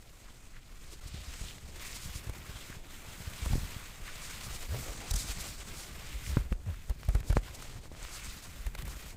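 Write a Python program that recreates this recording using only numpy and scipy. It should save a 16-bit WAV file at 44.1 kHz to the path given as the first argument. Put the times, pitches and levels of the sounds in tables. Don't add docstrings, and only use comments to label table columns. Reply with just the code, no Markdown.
import sys
import numpy as np
from scipy import signal
from scipy.fft import rfft, irfft
from scipy.io import wavfile
from scipy.ndimage import uniform_filter1d

SR = 44100
rng = np.random.default_rng(int(sys.argv[2]) if len(sys.argv) > 2 else 0)


def level_to_linear(level):
    exponent = np.asarray(level, float) / 20
    return 10 ** exponent


def output_pcm(signal):
    pcm = np.clip(np.atleast_2d(signal).T, -1, 1) * 32767
    wavfile.write(sys.argv[1], SR, np.round(pcm).astype(np.int16))


N = 404037

# f/Hz, density/dB per Hz
ROOM_SPECTRUM = [(20, -60.5), (40, -78), (120, -82), (600, -106), (2000, -110), (8000, -114), (15500, -118)]
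# t/s, low level before a common lift/dB,
# upper rumble relative to the low/dB
WEIGHT_SHIFTS = [(0.0, -73, -3), (0.79, -60, -11.5), (1.25, -51.5, -10), (1.58, -54, 0.5), (1.78, -53, -10),
                 (2.07, -50, -4.5), (2.4, -55, -3), (2.91, -64, 1.5), (3.09, -53.5, -1.5),
                 (3.44, -49.5, -1.5), (3.57, -41.5, -2), (3.85, -58.5, -3.5), (4.44, -53, -3.5),
                 (4.59, -51, -6), (5.23, -47.5, -1.5), (5.54, -52.5, -5), (6.07, -48.5, -4),
                 (6.35, -47.5, -9), (6.53, -48, -15), (6.71, -48.5, -12), (6.97, -56, -2), (7.24, -46, -8),
                 (7.5, -48.5, -6), (7.68, -55, -1), (8.27, -52.5, -8), (8.62, -57, 0), (8.83, -45.5, -8.5),
                 (9.16, -48.5, -5)]
# t/s, f/Hz, level of the first partial/dB
SHUDDERS = [
    [(4.675, 54, -52), (4.70, 56, -35), (4.73, 88.5, -33), (4.76, 130, -38.5), (4.80, 134, -57)],
    [(6.27, 79, -40), (6.29, 96, -36), (6.315, 69, -38), (6.35, 55, -40)],
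    [(6.66, 125, -40), (6.68, 100, -33), (6.70, 83.5, -31.5), (6.735, 64.5, -44)],
    [(7.73, 105, -56), (7.75, 110, -52), (7.77, 107, -41), (7.79, 100, -74)],
]
# t of the end of the pull/s, peak before cushioning/dB, swing/ms,
# starting ring f/Hz, ring t60/s
JOLTS = [(1.058, -31.5, 5.6, 70.0, 0.032), (1.143, -32, 3.3, 90.0, 0.035), (1.4123, -33, 3.9, 38.0, 0.12),
         (2.156, -30, 5.2, 70.0, 0.033), (2.272, -30.5, 4.5, 60.0, 0.027),
         (2.2912, -30.5, 5.1, 95.0, 0.092), (2.4923, -35, 4.6, 85.0, 0.092),
         (2.556, -35.5, 5.7, 60.0, 0.05), (2.7, -37, 2.2, 110, 0.037), (2.768, -35, 4.1, 70, .03),
         (3.273, -28, 5.1, 102.0, 0.054), (3.424, -26.5, 5.8, 60.0, 0.066),
         (3.4621, -24.5, 6.8, 54.0, 0.048), (3.5073, -21.5, 4.6, 38.0, 0.047),
         (3.5332, -20, 3.3, 38.0, 0.076), (3.5798, -25, 3, 48.0, 0.1), (3.627, -28, 7.8, 40.0, 0.087),
         (3.764, -31, 3, 60.0, 0.029), (4.891, -34, 9, 60.0, 0.05), (5.1126, -22, 6.3, 38.0, 0.047),
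         (5.1367, -23, 8.7, 50.0, 0.08), (5.1615, -26.5, 7.9, 51.0, 0.16), (5.2965, -31, 6, 43.7, 0.16),
         (6.149, -31, 8, 63.0, 0.22), (6.3706, -18, 0.56, 182, 0.025), (6.376, -25, 3, 110, .034),
         (6.381, -24.5, 7.4, 50, 0.17), (6.516, -24.5, 9.2, 89, 0.041), (6.531, -28.5, 16.5, 38, 0.1),
         (6.8988, -20.5, 9, 60, 0.065), (7.0542, -32, 8.9, 78.0, 0.039), (7.0864, -16.5, 4.9, 42.0, 0.1),
         (7.15, -16, 4.7, 41.5, 0.12), (7.2084, -31, 4.6, 82, 0.054), (7.3018, -17, 4.4, 46.0, 0.082),
         (7.323, -22.5, 10.7, 45.0, 0.038), (7.3596, -23, 3.9, 53.0, 0.22), (7.3693, -15, 0.35, 93, 0.056),
         (8.5976, -34, 10.3, 45.0, 0.12), (8.6638, -23, 9.9, 48.7, 0.044), (8.788, -32, 10, 50.0, 0.045),
         (8.8617, -34.5, 5.9, 70.4, 0.071), (8.881, -37, 7, 60.0, 0.06)]
# f/Hz, level/dB, t60/s
MOUNT_MODES = [(513, -5, 0.014), (1500, -1, 0.0024), (2300, 1, 0.0015)]
# t/s, peak before the mount rings/dB,
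# half-width at half height/ms, direction/sign
TAPS = [(1.5824, -39.5, .06, 1), (2.297, -34, 0.37, 1), (3.4622, -29, 0.21, 1), (3.556, -18, 0.92, -1),
        (6.3704, -14, 0.35, 1), (6.3709, -13, 0.36, 1), (6.5215, -20, 0.97, 1), (6.5257, -28.5, 0.096, 1),
        (6.527, -25, 1, 1), (7.3697, -46, .05, 1), (7.153, -26, 0.42, -1), (7.0325, -33, 0.062, -1),
        (7.231, -38, .08, 1), (7.318, -36, .03, 1), (7.3692, -36, 0.23, -1), (6.6635, -46, .1, 1),
        (7.857, -38, 0.21, -1), (7.917, -34.5, 0.46, -1), (7.9502, -40, 0.096, -1), (7.975, -49, 0.18, -1),
        (8.018, -40, 0.074, -1), (8.0508, -30, 0.031, -1), (8.085, -39, 0.11, -1)]
# t/s, nominal peak/dB, treble relative to the middle before a common lift/dB, centre f/Hz
SCUFFS = [(1.581, -44, -14, 2500), (2.294, -36, -7, 633), (3.333, -36, -11, 2190), (3.457, -31.5, -14, 713),
          (3.53, -29, -22, 560), (5.108, -35, -9, 746), (5.137, -37, -9, 824), (6.523, -43, -9, 1500),
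          (6.662, -49, -15, 700), (6.741, -40, -18, 1480), (6.895, -37.5, -4.5, 614), (7.048, -41, -7, 530),
          (7.086, -29.5, -10.5, 501), (7.148, -29, -10.5, 980), (7.202, -38, -8, 1960),
          (7.299, -28, -15, 501), (7.325, -25.5, -17, 829), (7.622, -34, -26, 961),
          (8.664, -31, -10.5, 1500), (8.749, -29, -14, 1500), (8.786, -35.5, -8, 1900),
          (8.82, -35, -8, 2030), (8.852, -42, -2, 1200), (8.877, -39, -4, 703)]
# t/s, rms level at the top/dB, length/ms, centre f/Hz
STROKES = [(0.28, -62.5, 60, 1300), (0.56, -60, 59, 1700), (0.93, -56, 26, 420), (1.17, -55.5, 200, 3540),
           (1.48, -52, 110, 3300), (2.72, -54, 70, 1900), (3.55, -57.5, 110, 600), (4.085, -49, 40, 1860),
           (4.75, -49, 63, 520), (4.89, -48.5, 60, 440), (6.1, -56, 280, 2480), (6.26, -52.5, 70, 2380),
           (7.48, -54.5, 43, 1300)]
# t/s, rms level of the lower band at the top/dB, length/ms
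SWISHES = [(0.93, -53, 42), (1.08, -51.5, 23), (1.49, -57, 79), (1.87, -47, 33), (1.96, -46.5, 35),
           (2.045, -49.5, 76), (2.165, -47.5, 52), (3.456, -50, 35), (3.56, -50, 45), (4.25, -49.5, 72),
           (4.45, -48, 49), (4.548, -47, 46), (5.112, -33, 7.6), (5.14, -34, 7), (5.162, -35, 10),
           (5.2, -40.5, 64), (5.3, -46, 90), (5.41, -43, 27), (5.49, -47.5, 65), (5.8, -48.5, 124),
           (6.28, -49, 98), (7.29, -49.5, 41), (7.552, -48, 22), (7.625, -50, 13), (8.15, -48.5, 69),
           (8.244, -55, 25), (8.44, -51, 30), (8.91, -53, 45)]
# low f/Hz, high f/Hz, flicker/dB
RUB_BANDS = [(1716, 2170, 1.6), (1890, 2660, 1.2), (2640, 3830, 1.54)]
BRIGHT_BANDS = [(3690, 5550, 1.2), (5910, 8700, 1.3)]
SHEEN_BANDS = [(8040, 16200, 1), (12800, 21500, 0.76)]
DRAG_BANDS = [(177, 400, 1.8), (405, 865, 1.9)]
DULL_BANDS = [(950, 1730, 1)]
BAND_TRIMS = [
    [-14, -4, -5],
    [-4, -2],
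    [2, -2],
    [-4, -4],
    [0.5],
]
# t/s, level before trims and pauses/dB, brightness/dB
RUBBING = [(0.0, -66, 1), (0.66, -64, -1), (1.43, -54.5, 2), (1.71, -60.5, 1), (1.86, -49, -3),
           (1.94, -53, 2), (2.37, -54.5, -3.5), (2.73, -54, -0.5), (2.83, -63, -2.5), (2.88, -56, -3.5),
           (3.54, -51, 0.5), (4.03, -56, -3), (4.08, -49, -3), (4.13, -54.5, -1.5), (4.23, -50.5, 0),
           (4.72, -52, -1), (4.77, -50.5, 0.5), (5.05, -52, 1), (5.2, -49.5, 6.5), (5.25, -53.5, 5),
           (5.31, -48, 3), (5.69, -54.5, 0.5), (6.38, -53, -2.5), (6.48, -65, -3), (6.53, -60, 0),
           (6.55, -78, 5), (6.71, -58.5, -5), (6.86, -62.5, -1.5), (7.32, -60, 2.5), (7.35, -49, -2),
           (7.37, -54.5, 5), (7.4, -55, -1.5), (7.65, -56, -0.5), (7.93, -63, 1), (8.04, -54, -0.5),
           (8.24, -52, 0), (8.54, -58, -1), (8.88, -54.5, -5.5), (9.11, -57, 2.5), (9.16, -70, -4)]
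# t/s, level before a common lift, trims and pauses/dB
DRAGGING = [(0.0, -67.5), (0.74, -66.5), (1.17, -63), (2.5, -59), (3.03, -61.5), (3.59, -58.5),
            (3.85, -61.5), (4.64, -57.5), (4.97, -53), (6.4, -62), (6.73, -70), (7.09, -66), (7.24, -55.5),
            (8.65, -63.5), (8.85, -58.5), (9.16, -62)]
# t/s, level/dB
SHEEN_EXTRA = [(0, 2), (.9, -1.5), (1.7, -0.5), (2, 2), (2.8, 0), (3.5, 3.5), (4.3, -1.5), (4.75, 5),
               (5.05, -1), (6, 1), (6.3, 2.5), (6.6, 3), (7.2, 2), (7.6, -0.5), (8.3, -0.5), (8.8, 4.5),
               (9.16, 2.5)]
# t/s, depth (sign ignored)/dB, length/ms
PAUSES = [(0.6, 6, 37), (0.965, -3, 7.9), (1.005, 16, 8.9), (1.11, 4, 23), (1.6, 3.5, 75), (2.22, 5, 29),
          (2.32, 7, 30), (3.64, 3, 12), (4.59, 2, 36), (4.68, 5.5, 38), (5.126, 5, 12), (5.151, 5, 8),
          (5.35, 5.5, 55), (5.56, 4.5, 40), (5.655, 5.5, 37), (6.95, 2, 60), (7.225, 12, 25),
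          (7.345, 10, 14), (7.41, 8.5, 54), (7.52, 4.5, 19), (7.805, 7.5, 35), (7.89, 9, 27),
          (8.405, 3.5, 40), (8.71, 7.5, 78), (8.77, 10, 15), (8.84, 10, 21)]


def in_time(rows):
    s, *columns = np.transpose(rows)
    return [np.interp(np.arange(N) / SR, s, c) for c in columns]


def rms_one(x):
    return x / np.sqrt(np.mean(x ** 2) + 1e-20)


def band(x, low_hz, high_hz):
    corners = [low_hz, min(high_hz, 0.45 * SR)]
    return signal.sosfilt(signal.butter(2, corners, "band", fs=SR, output="sos"), x)


def drift(rate_hz):
    pole = np.exp(-80 * np.pi * rate_hz / SR)
    noise = rng.standard_normal(N // 40 + 2002)
    slow = signal.lfilter([1], [1, -2 * pole, pole * pole], noise)[2000:]
    return np.interp(np.arange(N) / 40, np.arange(len(slow)), rms_one(slow))


def add(out, s, shape):
    i = round(s * SR)
    out[i:i + len(shape)] += shape[:N - i]


def bells(rows, gain):
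    out = np.zeros(N)
    for s, size, ms in rows:
        t_ms = np.arange(-1.5 * ms, 1.5 * ms, 1000 / SR)
        add(out, s + t_ms[0] / 1000, gain(size) * np.exp(-(2 * t_ms / ms) ** 2))
    return out


def room():
    hz = np.maximum(np.fft.rfftfreq(N, 1 / SR), 10)
    points = np.array(ROOM_SPECTRUM)
    density_db = np.interp(np.log(hz), np.log(points[:, 0]), points[:, 1])
    colour = level_to_linear(density_db) * np.sqrt(SR / 2)
    return irfft(rfft(rng.standard_normal(N)) * colour, N)


def sway():
    noise = rng.standard_normal(N)
    return level_to_linear(-55 + 3.8 * drift(2.8)) * rms_one(band(noise, 16, 38))


def rumble(low_db, upper_db):
    sizes = level_to_linear(4.0 * np.minimum(rng.exponential(1, N), 4)) * rng.choice([-1, 1], N)
    bumps = sizes * (rng.random(N) < 120 / SR) + 1e-18
    low = rms_one(band(band(bumps, 32, 78.5), 36.4, 82.5))
    upper = rms_one(band(band(bumps, 49.5, 155), 64.4, 273))
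    return level_to_linear(low_db) * low + level_to_linear(upper_db) * upper


def shudders():
    out = np.zeros(N)
    for rows in SHUDDERS:
        s, hz, level_db = np.transpose(rows)
        t = np.arange(s[0], s[-1], 1 / SR)
        phase = 2 * np.pi * np.cumsum(np.interp(t, s, hz)) / SR
        fade = signal.windows.tukey(len(t), 0.2)
        tone = np.sin(phase) + level_to_linear(-16.5) * np.sin(2 * phase)
        level = np.sqrt(2) * level_to_linear(np.interp(t, s, level_db))
        add(out, s[0], fade * level * tone)
    return out


def jolts():
    pull = 0.48
    rest_hz, settle_s = 42, 0.0061
    out, t = np.zeros(N), np.arange(-0.012, 0.16, 1 / SR)
    for s, peak_db, swing_ms, hz, t60 in JOLTS:
        swing = swing_ms / 1000
        since = np.maximum(t - swing, 0)
        slide = (hz - rest_hz) * settle_s * (1 - np.exp(-since / settle_s))
        cycles = rest_hz * since + slide
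        before = -pull * np.exp(-(t / (0.00032 + 0.39 * swing)) ** 2)
        during = -pull + (1 + pull) * np.sin(np.pi / 2 * t / swing) ** 2
        after = np.cos(2 * np.pi * cycles) * level_to_linear(-60 * since / t60)
        shape = np.select([t < 0, t < swing], [before, during], after)
        add(out, s + t[0], level_to_linear(peak_db) * shape)
    return out


def mount(x):
    out = x
    for hz, mode_db, t60 in MOUNT_MODES:
        r, w = level_to_linear(-60 / (t60 * SR)), 2 * np.pi * hz / SR
        top = level_to_linear(mode_db) * (1 - r * r) / 2
        out = out + signal.lfilter([top, 0, -top], [1, -2 * r * np.cos(w), r * r], x + 1e-18)
    return out


def grind(motion):
    slope = np.gradient(band(motion, 15, 300)) * SR / 300
    speed = uniform_filter1d(np.abs(slope), size=90)
    grit = rng.standard_normal((2, N))
    lower = level_to_linear(-27.0) * rms_one(band(grit[0], 186, 560))
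    upper = level_to_linear(-30.5) * rms_one(band(grit[1], 720, 2300))
    return speed * (lower + upper)


def taps():
    out, t = np.zeros(N), np.arange(-0.006, 0.006, 1 / SR)
    for s, peak_db, width_ms, direction in TAPS:
        spike = 1 / (1 + (t * 1000 / width_ms) ** 2)
        add(out, s + t[0], np.sign(direction) * level_to_linear(peak_db) * spike)
    return out


def scuffs():
    out, t = np.zeros(N), np.arange(0, 0.04, 1 / SR)
    white = rng.standard_normal((len(SCUFFS), 2, len(t)))
    x = t / 0.00275
    for (s, peak_db, treble_db, hz), (a, b) in zip(SCUFFS, white):
        puff = level_to_linear(peak_db - 11) * x * np.exp((1 - x * x) / 2)
        middle = rms_one(band(a, hz / 2.5, hz * 1.84))
        treble = level_to_linear(treble_db + 7.0) * rms_one(band(b, 2400, 14700))
        add(out, s, puff * (middle + treble))
    return out


def strokes():
    edge_ratio = 1.34
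    out, t = np.zeros(N), np.arange(-0.2, 0.2, 1 / SR)
    grains = rng.standard_normal((len(STROKES), len(t))) * level_to_linear(3.46 * rng.exponential(1, len(t)))
    for (s, level_db, ms, hz), g in zip(STROKES, grains):
        swell = level_to_linear(level_db) * np.exp(-(2000 * t / ms) ** 2)
        add(out, s + t[0], swell * rms_one(band(g, hz / edge_ratio, hz * edge_ratio)))
    return out


def swishes():
    hiss = rng.standard_normal((2, N))
    bright = rms_one(band(hiss[0], 3750, 9200))
    sheen = level_to_linear(-7.5) * rms_one(band(hiss[1], 6000, 23000))
    return bells(SWISHES, level_to_linear) * (bright + sheen)


def cloth(rub_db, bright_db, sheen_db, drag_db, dull_db):
    stutter_db = 0.81 * drift(18) + 1.2 * drift(72)
    parts = [RUB_BANDS, BRIGHT_BANDS, SHEEN_BANDS, DRAG_BANDS, DULL_BANDS]
    levels = [rub_db, rub_db + bright_db, rub_db + sheen_db, drag_db, dull_db]
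    out = 0
    for part, trims, level_db in zip(parts, BAND_TRIMS, levels):
        for (low_hz, high_hz, flicker_db), trim_db in zip(part, trims):
            fibres = rng.standard_normal(N) * level_to_linear(2.0 * rng.exponential(1, N))
            gain_db = level_db + trim_db + stutter_db + flicker_db * drift(12.4)
            out = out + level_to_linear(gain_db) * rms_one(band(fibres, low_hz, high_hz))
    return out


def scene():
    weight_db, upper_db = in_time(WEIGHT_SHIFTS)
    low_db = weight_db + 2.5 + 1.5 * drift(6.4)
    soft = signal.sosfilt(signal.butter(4, 2600, fs=SR, output="sos"), jolts())
    motion = rumble(low_db, low_db + upper_db) + mount(soft) + shudders()

    rub_db, bright_db = in_time(RUBBING)
    pause_db = bells(PAUSES, np.abs)
    rub_db = rub_db - pause_db
    sheen_db = -9.5 + in_time(SHEEN_EXTRA)[0] + 0.29 * bright_db
    drag_db = in_time(DRAGGING)[0] + 1.5 - 0.9 * pause_db
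    dull_db = -61.5 + rub_db - rub_db.mean()
    rubbing = cloth(rub_db, bright_db, sheen_db, drag_db, dull_db) + scuffs() + swishes() + strokes()
    mix = motion + grind(motion) + rubbing + mount(taps()) + sway() + room()
    return mix[None]


def roll_off(x):
    return signal.sosfilt(signal.butter(12, 16650, fs=SR, output="sos"), x)


def record(dry):
    cut = signal.sosfilt(signal.butter(1, 14, "high", fs=SR, output="sos"), dry)
    cut = signal.sosfilt(signal.cheby2(12, 40, 15900, fs=SR, output="sos"), cut)
    return roll_off(cut)


dry = scene()
out = record(dry)
output_pcm(out)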